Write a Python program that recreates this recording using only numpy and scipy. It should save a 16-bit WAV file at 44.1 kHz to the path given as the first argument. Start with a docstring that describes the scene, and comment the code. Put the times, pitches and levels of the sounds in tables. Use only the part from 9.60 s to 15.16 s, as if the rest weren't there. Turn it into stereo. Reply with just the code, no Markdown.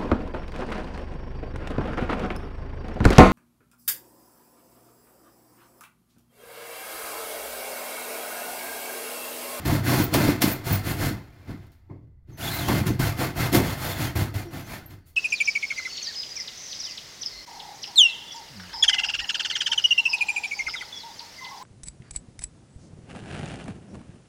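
"""A hole saw bites into sheet metal with a gritty rasp, driven up through a vehicle's roof by a cordless drill.
It cuts in two runs with a pause between. Tilted, it grabs and lets go about five times a second:
the teeth tear hissing chips, the sheet rasps, the panel rattles and the roof booms.
Now and then the teeth snag and knock and the rim squeaks.
The drill whines under the cut, all inside a small, hard cabin."""
import sys
import numpy as np
from scipy import signal
from scipy.fft import rfft, irfft
from scipy.io import wavfile
from scipy.ndimage import uniform_filter1d

SR = 44100
rng = np.random.default_rng(int(sys.argv[2]) if len(sys.argv) > 2 else 0)


def wrap_up_sound(samples):
    """Save the sound to the file named by the first command line argument, as 16-bit audio."""
    columns = np.atleast_2d(samples).T
    # keep every value between -1 and 1, then stretch to whole-number steps
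    tamed = np.clip(columns, -1, 1)
    steps = np.round(tamed * 32767).astype(np.int16)
    wavfile.write(sys.argv[1], SR, steps)


N = 245146
TIME, FREQS = np.arange(N) / SR, np.fft.rfftfreq(N, 1 / SR)

# Table levels are relative; each layer gets its trim in the mix.
# the tilted saw bites, holds and lets go:
# (start [s], attack [s], hold [s], chip hiss [dB], sheet rasp [dB], panel rattle [dB], roof boom [dB])
BITES = [(0.048, 0.011, .1, -32, -30, -27, -21.5), (.23, 0.062, .12, -26.5, -25, -22.5, -22),
         (0.511, 0.044, 0.15, -29.5, -25, -20, -23), (0.804, 0.017, 0.086, -28.5, -30, -27.5, -32),
         (1.037, 0.047, 0.07, -30.5, -30.5, -32, -26), (1.229, 0.054, 0.033, -31, -31, -29.5, -26.5),
         (1.358, 0.078, .04, -30.5, -28.5, -28, -22.5), (1.857, 0.043, 0.011, -57.5, -44, -41, -33),
         (2.005, 0.025, .01, -71, -57.5, -56, -58), (2.287, 0.022, 0.013, -90, -64.5, -42, -42.5),
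         (2.407, 0.026, 0.024, -91, -80, -60, -46), (2.669, 0.028, 0.04, -70, -60, -49, -40.5),
         (2.767, 0.083, 0.15, -32, -32, -36, -32), (2.98, 0.031, 0.075, -36.5, -34, -34, -30),
         (3.071, 0.02, 0.098, -32.5, -28.5, -24.5, -22.5), (3.247, 0.03, .004, -34, -31.5, -26.5, -20),
         (3.391, 0.006, 0.087, -31.5, -28.5, -33, -22), (3.562, 0.043, 0.044, -32, -28, -27.5, -28),
         (3.746, 0.058, 0.054, -31, -26.5, -29, -23.5), (3.916, 0.034, 0.014, -22.5, -22.5, -15.5, -24),
         (4.007, 0.038, 0.087, -35.5, -31.5, -39, -29), (4.157, 0.093, 0.069, -32, -30.5, -36.5, -30),
         (4.34, 0.077, 0.039, -32, -29, -30.5, -25.5), (4.551, 0.01, 0.06, -33.5, -30.5, -29.5, -24.5),
         (4.738, .005, 0.06, -41, -37.5, -38.5, -37), (4.9, 0.043, 0.059, -44.5, -40, -39.5, -36),
         (5.037, 0.091, 0.029, -41, -38, -41, -40.5), (5.282, 0.038, 0.012, -55, -51.5, -48.5, -40),
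         (5.452, 0.022, 0.022, -55.5, -67, -73, -59.5)]
# each part's envelope: (sag through a bite [dB/s], added fade on release [dB/s], skim offset [dB])
CHIP_ENVELOPE = (10, 247, -12)
SHEET_ENVELOPE = (7.3, 172, 0)
PANEL_ENVELOPE = (17, 122, 0)
ROOF_ENVELOPE = (8, 122, 4.5)
# the saw skims the metal between bites, dying away in the pause: (time [s], level [dB])
SKIM = [(0, -42.5), (.8, -44.5), (1.5, -47), (1.7, -58), (1.95, -56), (2.2, -70.5), (2.62, -88),
        (2.85, -46), (3.36, -49), (4.7, -57.5), (5.28, -56.5), (5.44, -75), (5.56, -76)]
# tone colour of each layer: (frequency [Hz], level [dB])
CHIP_HISS_EQ = [(2500, -43), (4000, -13.5), (5300, -12.5), (6300, -2), (7200, -7), (8400, -2.5), (10000, 2),
                (12300, 4.5), (15300, 2.5), (17000, -1)]
CUP_GRIND_EQ = [(1500, -29.5), (2400, -2), (2900, -1), (3600, -0.5), (4300, -3), (5300, -4), (7000, -13.5),
                (11000, -29.5)]
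SHEET_RASP_EQ = [(280, -32), (420, -10.5), (520, -4), (800, 1.5), (1150, 0), (1500, 3), (1850, -1),
                 (2250, -10), (2600, -12.5), (3400, -26), (5000, -31.5), (9000, -47.5)]
PANEL_RATTLE_EQ = [(110, -26), (165, -5.5), (195, -0.5), (230, -2.5), (300, 1.5), (360, -3), (440, -8.5),
                   (650, -15.5), (1500, -71)]
ROOF_BOOM_EQ = [(20, -31.5), (45, -5.5), (70, -2), (92, -1.5), (125, 2), (155, -5), (190, -30.5),
                (280, -36.5), (800, -68.5)]
BUMP_CRUNCH_EQ = [(130, -22.5), (200, -0.5), (350, 2), (700, 4), (1100, 8.5), (1400, -13.5), (2200, -5),
                  (2800, -34), (6000, -49)]
ROOM_TONE_EQ = [(20, -7), (48, -1), (95, -0.5), (160, -17), (300, -29), (550, -42), (900, -38), (1300, -46),
                (1700, -50), (2000, -37), (2400, -61.5), (8000, -62.5), (14000, -66)]
# sharp resonances of sheet and saw cup: (frequency [Hz], width [Hz], gain [dB])
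METAL_PEAKS = [(478.5, 9.9, 12.5), (590, 39, 3), (684.5, 45, 9), (884, 18, 7.5), (1077, 33, 2),
               (1470, 70, -1.5), (2100, 110, 10.5), (3450, 35, 5), (4280, 150, 5), (7060, 230, 5)]
# low modes of the roof: (frequency [Hz], level [dB], ring time [s])
ROOF_MODES = [(98.3, -5.5, 0.38), (99, -4.5, 0.068), (129.5, -0.5, .13), (157, -8, 0.074),
              (195.3, -5.5, 0.25), (246.5, 1, 0.063), (300, -3.5, 0.14), (360.3, -18, 0.045)]
# a tooth snags and snaps free: (time [s], level [dB], ring time [s])
SNAGS = [(.056, -45, 0.048), (.539, -13.5, 0.13), (.819, -12, 0.19), (2.067, -56, .05), (2.118, -58, 0.26),
         (2.784, -52, .12), (3.084, -21.5, .055), (3.182, -28, 0.041), (3.268, -23.5, 0.1),
         (3.39, -49, 0.047), (3.928, -22, 0.11), (3.947, -17, 0.15), (4.555, -43, 0.046),
         (4.734, -50, .057), (5.306, -46, 0.086)]
# the cup bumps or digs into the sheet: (time [s], level [dB], ring time [s])
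BUMPS = [(.092, -28.5, 0.34), (.32, -26.5, .25), (.545, -21.5, 0.095), (.822, -28, 0.33),
         (1.892, -48, 0.18), (2.299, -54, 0.39), (3.084, -26, 0.37), (3.612, -32.5, .22), (3.95, -25, 0.37)]
# the saw jolts the roof: (time [s], level [dB], tilt toward the higher modes [dB/octave])
KNOCKS = [(0.086, -22.5, -5), (0.123, -18, 10), (0.19, -22, -18), (0.399, -15.5, 13), (0.558, -15.5, 5),
          (0.643, -19, -3), (0.689, -14.5, 16), (.839, -14.5, 4), (0.869, -20, 6), (1.109, -18, -4),
          (1.126, -23.5, 0), (1.499, -21.5, 1), (1.891, -34, 4), (1.94, -30.5, -3), (2.3, -36.5, -11),
          (3.095, -20, 3), (3.211, -19, -5), (3.272, -27, -6), (3.304, -16.5, -3), (3.399, -20, -3),
          (3.948, -20, 12), (3.97, -21, -4), (4.019, -20, -9), (4.565, -21, -17), (4.619, -22.5, -11),
          (4.753, -24.5, -29)]
# the rim squeaks in the kerf: (start [s], length [s], pitch [Hz], pitch wobble [Hz], level [dB])
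SQUEAKS = [(0.416, 0.037, 15280, 129, -27.5), (0.902, 0.037, 14330, 350, -27),
           (1.121, 0.02, 15100, 132, -19.5), (2.93, 0.039, 14600, 350, -31),
           (5.258, 0.012, 12680, 330, -42)]
# the whine climbs into the second run, then sags under load: (time [s], pitch [Hz], level [dB])
RUN_UP = [(2.8, 2700, -38), (2.843, 3610, -38), (2.878, 3470, -29), (2.893, 3520, -43), (2.907, 4080, -38),
          (2.98, 4200, -40), (3.015, 3446, -36), (3.045, 3040, -39), (3.08, 3390, -43), (3.18, 2950, -42)]
# brief whines poke through: (start [s], length [s], first pitch [Hz], last pitch [Hz], level [dB])
WHINES = [(2.713, .07, 6420, 6070, -60), (3.26, .08, 6200, 6340, -53), (4.071, 0.03, 3290, 3380, -40),
          (4.239, 0.15, 3500, 3480, -39.5), (4.397, 0.11, 3580, 3080, -40), (4.843, .09, 5800, 5630, -63),
          (4.992, 0.12, 6040, 6300, -57), (5.344, .21, 4630, 4460, -78)]
# the sheet groans as the saw drags: (time [s], pitch [Hz], level [dB])
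GROAN = [(4.84, 370, -50), (4.875, 342, -38.5), (4.915, 321, -47.5), (4.945, 270, -44), (4.98, 239, -46)]
# how alike left and right are: (frequency [Hz], likeness [0-1])
STEREO_LIKENESS = [(100, .99), (180, .96), (330, .87), (550, .62), (800, .3), (1300, .18), (3000, .15),
                   (12000, .12)]
# stereo balance: (frequency [Hz], left over right [dB])
STEREO_BALANCE = [(100, .4), (300, -.7), (600, -3.5), (1400, -2.2), (2800, -2.7), (5600, -4.3), (9500, -.6),
                  (14000, -3.8)]


def cutting():
    """Tearing teeth excite chips, saw cup and sheet; the saw's judder shakes panel and roof."""
    envelopes = CHIP_ENVELOPE, SHEET_ENVELOPE, PANEL_ENVELOPE, ROOF_ENVELOPE
    hiss_db, rasp_db, rattle_db, boom_db = (bite_db(k, *shape) for k, shape in enumerate(envelopes))
    grind_db = hiss_db + 0.69 * (rasp_db - hiss_db)  # the cup follows the sheet more than the chips
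    judder = wander(49)
    tears = tearing_teeth(per_s=700, spread_db=3.5, judder_gain=amp(1.6 * judder))
    flutter = amp(0.3 * wander(60))
    chips, cup, sheet = (leveller(stereo(tears, curve(eq) + metal_db()), 0.017)
                         for eq in (CHIP_HISS_EQ, CUP_GRIND_EQ, SHEET_RASP_EQ))
    ringing = sheet_pings(per_s=260, low_hz=487.8, high_hz=2403, t60=0.12)
    shake = rng.standard_normal((2, N)) * amp(2 * judder)
    modes_db = 5 * sum(1 / (1 + ((FREQS - hz) * t60) ** 2) for hz, _, t60 in ROOF_MODES)
    panel = leveller(stereo(shake, curve(PANEL_RATTLE_EQ) + modes_db), 0.025)
    roof = leveller(stereo(shake, curve(ROOF_BOOM_EQ) + modes_db), 0.026)
    sizzle = amp(hiss_db - 1.74) * chips + amp(grind_db - 5) * cup
    rasp = amp(rasp_db - 1.15) * sheet + amp(rasp_db - 7) * ringing
    body = amp(rattle_db - 1.13) * panel + amp(boom_db - 2.03) * roof
    return flutter * (sizzle + rasp) + body


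def bite_db(part, sag_db_per_s, fade_db_per_s, skim_db):
    """Envelope of one part of the cut: each bite rises, holds and fades over the light skimming."""
    power = amp(np.interp(TIME, *np.transpose(SKIM)) + skim_db) ** 2
    t = TIME[:SR]
    for start, attack, hold, *levels in BITES:
        rise = np.minimum(t / attack, 1)
        fall_db = sag_db_per_s * t + fade_db_per_s * np.maximum(t - attack - hold, 0)
        add(power, start, (rise * amp(levels[part] - fall_db)) ** 2)
    return 10 * np.log10(power)


def tearing_teeth(per_s, spread_db, judder_gain, places=8):
    """Tiny tears, a few much larger, from places round the rim, each on its own path through the cabin."""
    out = np.zeros((2, N))
    for _ in range(places):
        size = amp(spread_db * np.minimum(rng.exponential(1, N), 4))
        grit = unit(rng.standard_normal(N) * size * (rng.random(N) < per_s / SR))
        out += cabin(grit * judder_gain, t60=0.11, wet_db=9.5)
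    return out


def sheet_pings(per_s, low_hz, high_hz, t60, count=120):
    """Teeth pluck the sheet's many modes at random: short rings scattered between left and right."""
    out, t = np.zeros((2, N)), TIME[:SR // 8]
    mode_hz = np.exp(rng.uniform(np.log(low_hz), np.log(high_hz), count))
    envelope = amp(-60 * t / t60) * (1 - np.exp(-t / 0.002))
    for when, which, side, size in rng.random((int(per_s * N / SR), 4)):
        ring = np.sin(2 * np.pi * mode_hz[int(which * count)] * t) * envelope
        pan = [[np.cos(np.pi * side)], [np.sin(np.pi * side)]]
        add(out, when * N / SR, size * ring * pan)
    return unit(out)


def snags_and_bumps():
    """Bright snags ring chips, cup and sheet together; bumps give a dull crunch from the sheet alone."""
    bright = amp(curve(CHIP_HISS_EQ)) + amp(curve(CUP_GRIND_EQ) + 7) + amp(curve(SHEET_RASP_EQ) + 3.5)
    snags = metal_hits(SNAGS, 20 * np.log10(bright))
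    bumps = metal_hits(BUMPS, curve(BUMP_CRUNCH_EQ))
    return amp(-2.5) * snags + amp(3) * bumps


def metal_hits(hits, eq_db):
    """A blow sets many close modes going at once: a fast-dying burst of metallic noise."""
    bursts, t = np.zeros((2, N)), TIME[:SR // 3]
    for start, db, t60 in hits:
        add(bursts, start, rng.standard_normal((2, len(t))) * amp(db - 60 * t / t60))
    colour = unit(amp(eq_db + metal_db()))
    return stereo(bursts, 20 * np.log10(colour))


def roof_knocks():
    """Jolts ring the low modes of the roof, each a little differently as the saw moves."""
    out, t = np.zeros(N), TIME[:SR // 4]
    hz, mode_db, t60 = np.transpose(ROOF_MODES)[:, :, None]
    attack = 1 - np.exp(-t / 0.00057)
    for start, db, tilt in KNOCKS:
        weight = amp(mode_db + tilt * np.log2(hz / hz.mean()))
        detune = 1 + 0.025 * rng.standard_normal(hz.shape)
        phase = 2 * np.pi * (hz * detune * t + rng.random(hz.shape))
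        rings = weight / np.linalg.norm(weight) * amp(-60 * t / t60) * np.sin(phase)
        add(out, start, amp(db) * rings.sum(0) * attack)
    # a sheet radiates little below its lowest mode
    low_cut = signal.butter(2, 55, "high", fs=SR, output="sos")
    return amp(4.5) * signal.sosfilt(low_cut, out)


def rim_squeaks():
    """The rim sticks and slips: a short, unsteady whistle that hangs in the cabin."""
    out = np.zeros(N)
    for start, length, hz, wobble_hz, db in SQUEAKS:
        swell = np.sin(np.pi * np.clip((TIME - start) / length, 0, 1)) ** 2
        on = swell > 1e-9
        drift = unit(uniform_filter1d(rng.standard_normal(SR // 4), 40))[:on.sum()]
        phase = 2 * np.pi * np.cumsum(hz + wobble_hz * drift) / SR
        out[on] += amp(db) * np.sqrt(2 * swell[on]) * np.sin(phase)
    return cabin(out, t60=0.13, wet_db=4.5)


def drill_whine(edge_db=-7, ragged_db=3.8):
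    """The drill's ragged whine: one run-up, and brief glides that swell and fade."""
    whine = tone(RUN_UP, waver=0.033, octave_db=-14)
    for start, length, first_hz, last_hz, db in WHINES:
        glide = [(start, first_hz, db + edge_db),
                 (start + length / 2, (first_hz + last_hz) / 2, db),
                 (start + length, last_hz, db + edge_db)]
        whine += tone(glide, waver=0.024, octave_db=-10)
    roughness = amp(ragged_db * wander(300))
    return amp(-0.5) * cabin(whine * roughness, t60=0.066, wet_db=10)


def sheet_groan():
    """The dragging saw draws a low, falling groan from the sheet."""
    return tone(GROAN, waver=0.023, octave_db=-16)


def room_tone():
    """The quiet cabin: a faint bed of low rumble."""
    return amp(-53) * unit(stereo(rng.standard_normal((2, N)), curve(ROOM_TONE_EQ)))


def cabin(x, t60, wet_db):
    """Direct sound plus dense reflections off hard walls, different left and right."""
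    t = TIME[:SR // 2]
    tail = rng.standard_normal((2, len(t))) * amp(-60 * t / t60)
    response = amp(wet_db) * tail / np.linalg.norm(tail, axis=1, keepdims=True)
    response[:, 0] += 1
    response /= np.linalg.norm(response, axis=1, keepdims=True)
    return signal.fftconvolve(np.atleast_2d(x), response, axes=1)[:, :N]


def metal_db():
    """The resonances of sheet and saw cup as an EQ curve."""
    return sum(db / (1 + (2 * (FREQS - hz) / width) ** 2) for hz, width, db in METAL_PEAKS)


def tone(points, waver, octave_db):
    """A wavering sine and its octave, riding a pitch and level curve."""
    times, hz, db = np.transpose(points)
    span = slice(int(times[0] * SR), min(int(times[-1] * SR), N))
    t, out = TIME[span], np.zeros(N)
    pitch = np.interp(t, times, hz) * (1 + waver * wander(186)[span])
    phase = 2 * np.pi * np.cumsum(pitch) / SR
    wave = unit(np.sin(phase) + amp(octave_db) * np.sin(2 * phase))
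    out[span] = wave * amp(np.interp(t, times, db)) * signal.windows.tukey(len(t), 0.1)
    return out


def stereo(x, eq_db):
    """EQs two signals and blends them as mid and side: bass centred, treble wide."""
    mid, side = rfft(x)
    angle = np.arccos(np.clip(curve(STEREO_LIKENESS), 0, 1)) / 2
    mid, side = mid * np.cos(angle), side * np.sin(angle)
    lean = amp(curve(STEREO_BALANCE) / 2)
    lead_s = 0.00041 * np.clip(FREQS / 900 - 0.4, 0, 1)  # the treble arrives on the left first
    left = (mid + side) * lean * np.exp(2j * np.pi * FREQS * lead_s)
    right = (mid - side) / lean
    return irfft(np.array([left, right]) * amp(eq_db), N)


def leveller(x, seconds):
    """Evens out slow swings in level and keeps the fast grain."""
    width = int(seconds * SR)
    power = uniform_filter1d(uniform_filter1d(np.mean(x ** 2, axis=0), width), width)
    return x / np.sqrt(abs(power) + 1e-20)


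def wander(hz):
    """Smooth random modulation up to about the given rate."""
    return unit(irfft(rfft(rng.standard_normal(N)) * np.exp(-(FREQS / hz) ** 2), N))


def curve(points):
    """Joins breakpoints along a log frequency axis."""
    hz, value = np.transpose(points)
    return np.interp(np.log(FREQS + 1), np.log(hz + 1), value)


def add(mix, start, sound):
    """Lays a sound into the mix at a time in seconds."""
    part = mix[..., round(start * SR):][..., :sound.shape[-1]]
    part += sound[..., :part.shape[-1]]


def amp(db):
    """Decibels to gain."""
    return 10 ** (np.asarray(db) / 20)


def unit(x):
    """Scales to an rms of one."""
    return x / np.sqrt(np.mean(x ** 2) + 1e-20)


def scene():
    """The cut up front, with its hits and squeaks, over the drill and the cabin's rumble."""
    bed = room_tone()
    saw = cutting() + snags_and_bumps() + roof_knocks() + rim_squeaks()
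    return saw + drill_whine() + sheet_groan() + bed


def record(dry):
    """A steep high cut at 15.9 kHz on the whole mix."""
    high_cut = signal.firwin(401, 15900, window=("kaiser", 8), fs=SR)
    return signal.oaconvolve(dry, high_cut[None], "same")


dry = scene()
out = record(dry)
wrap_up_sound(out)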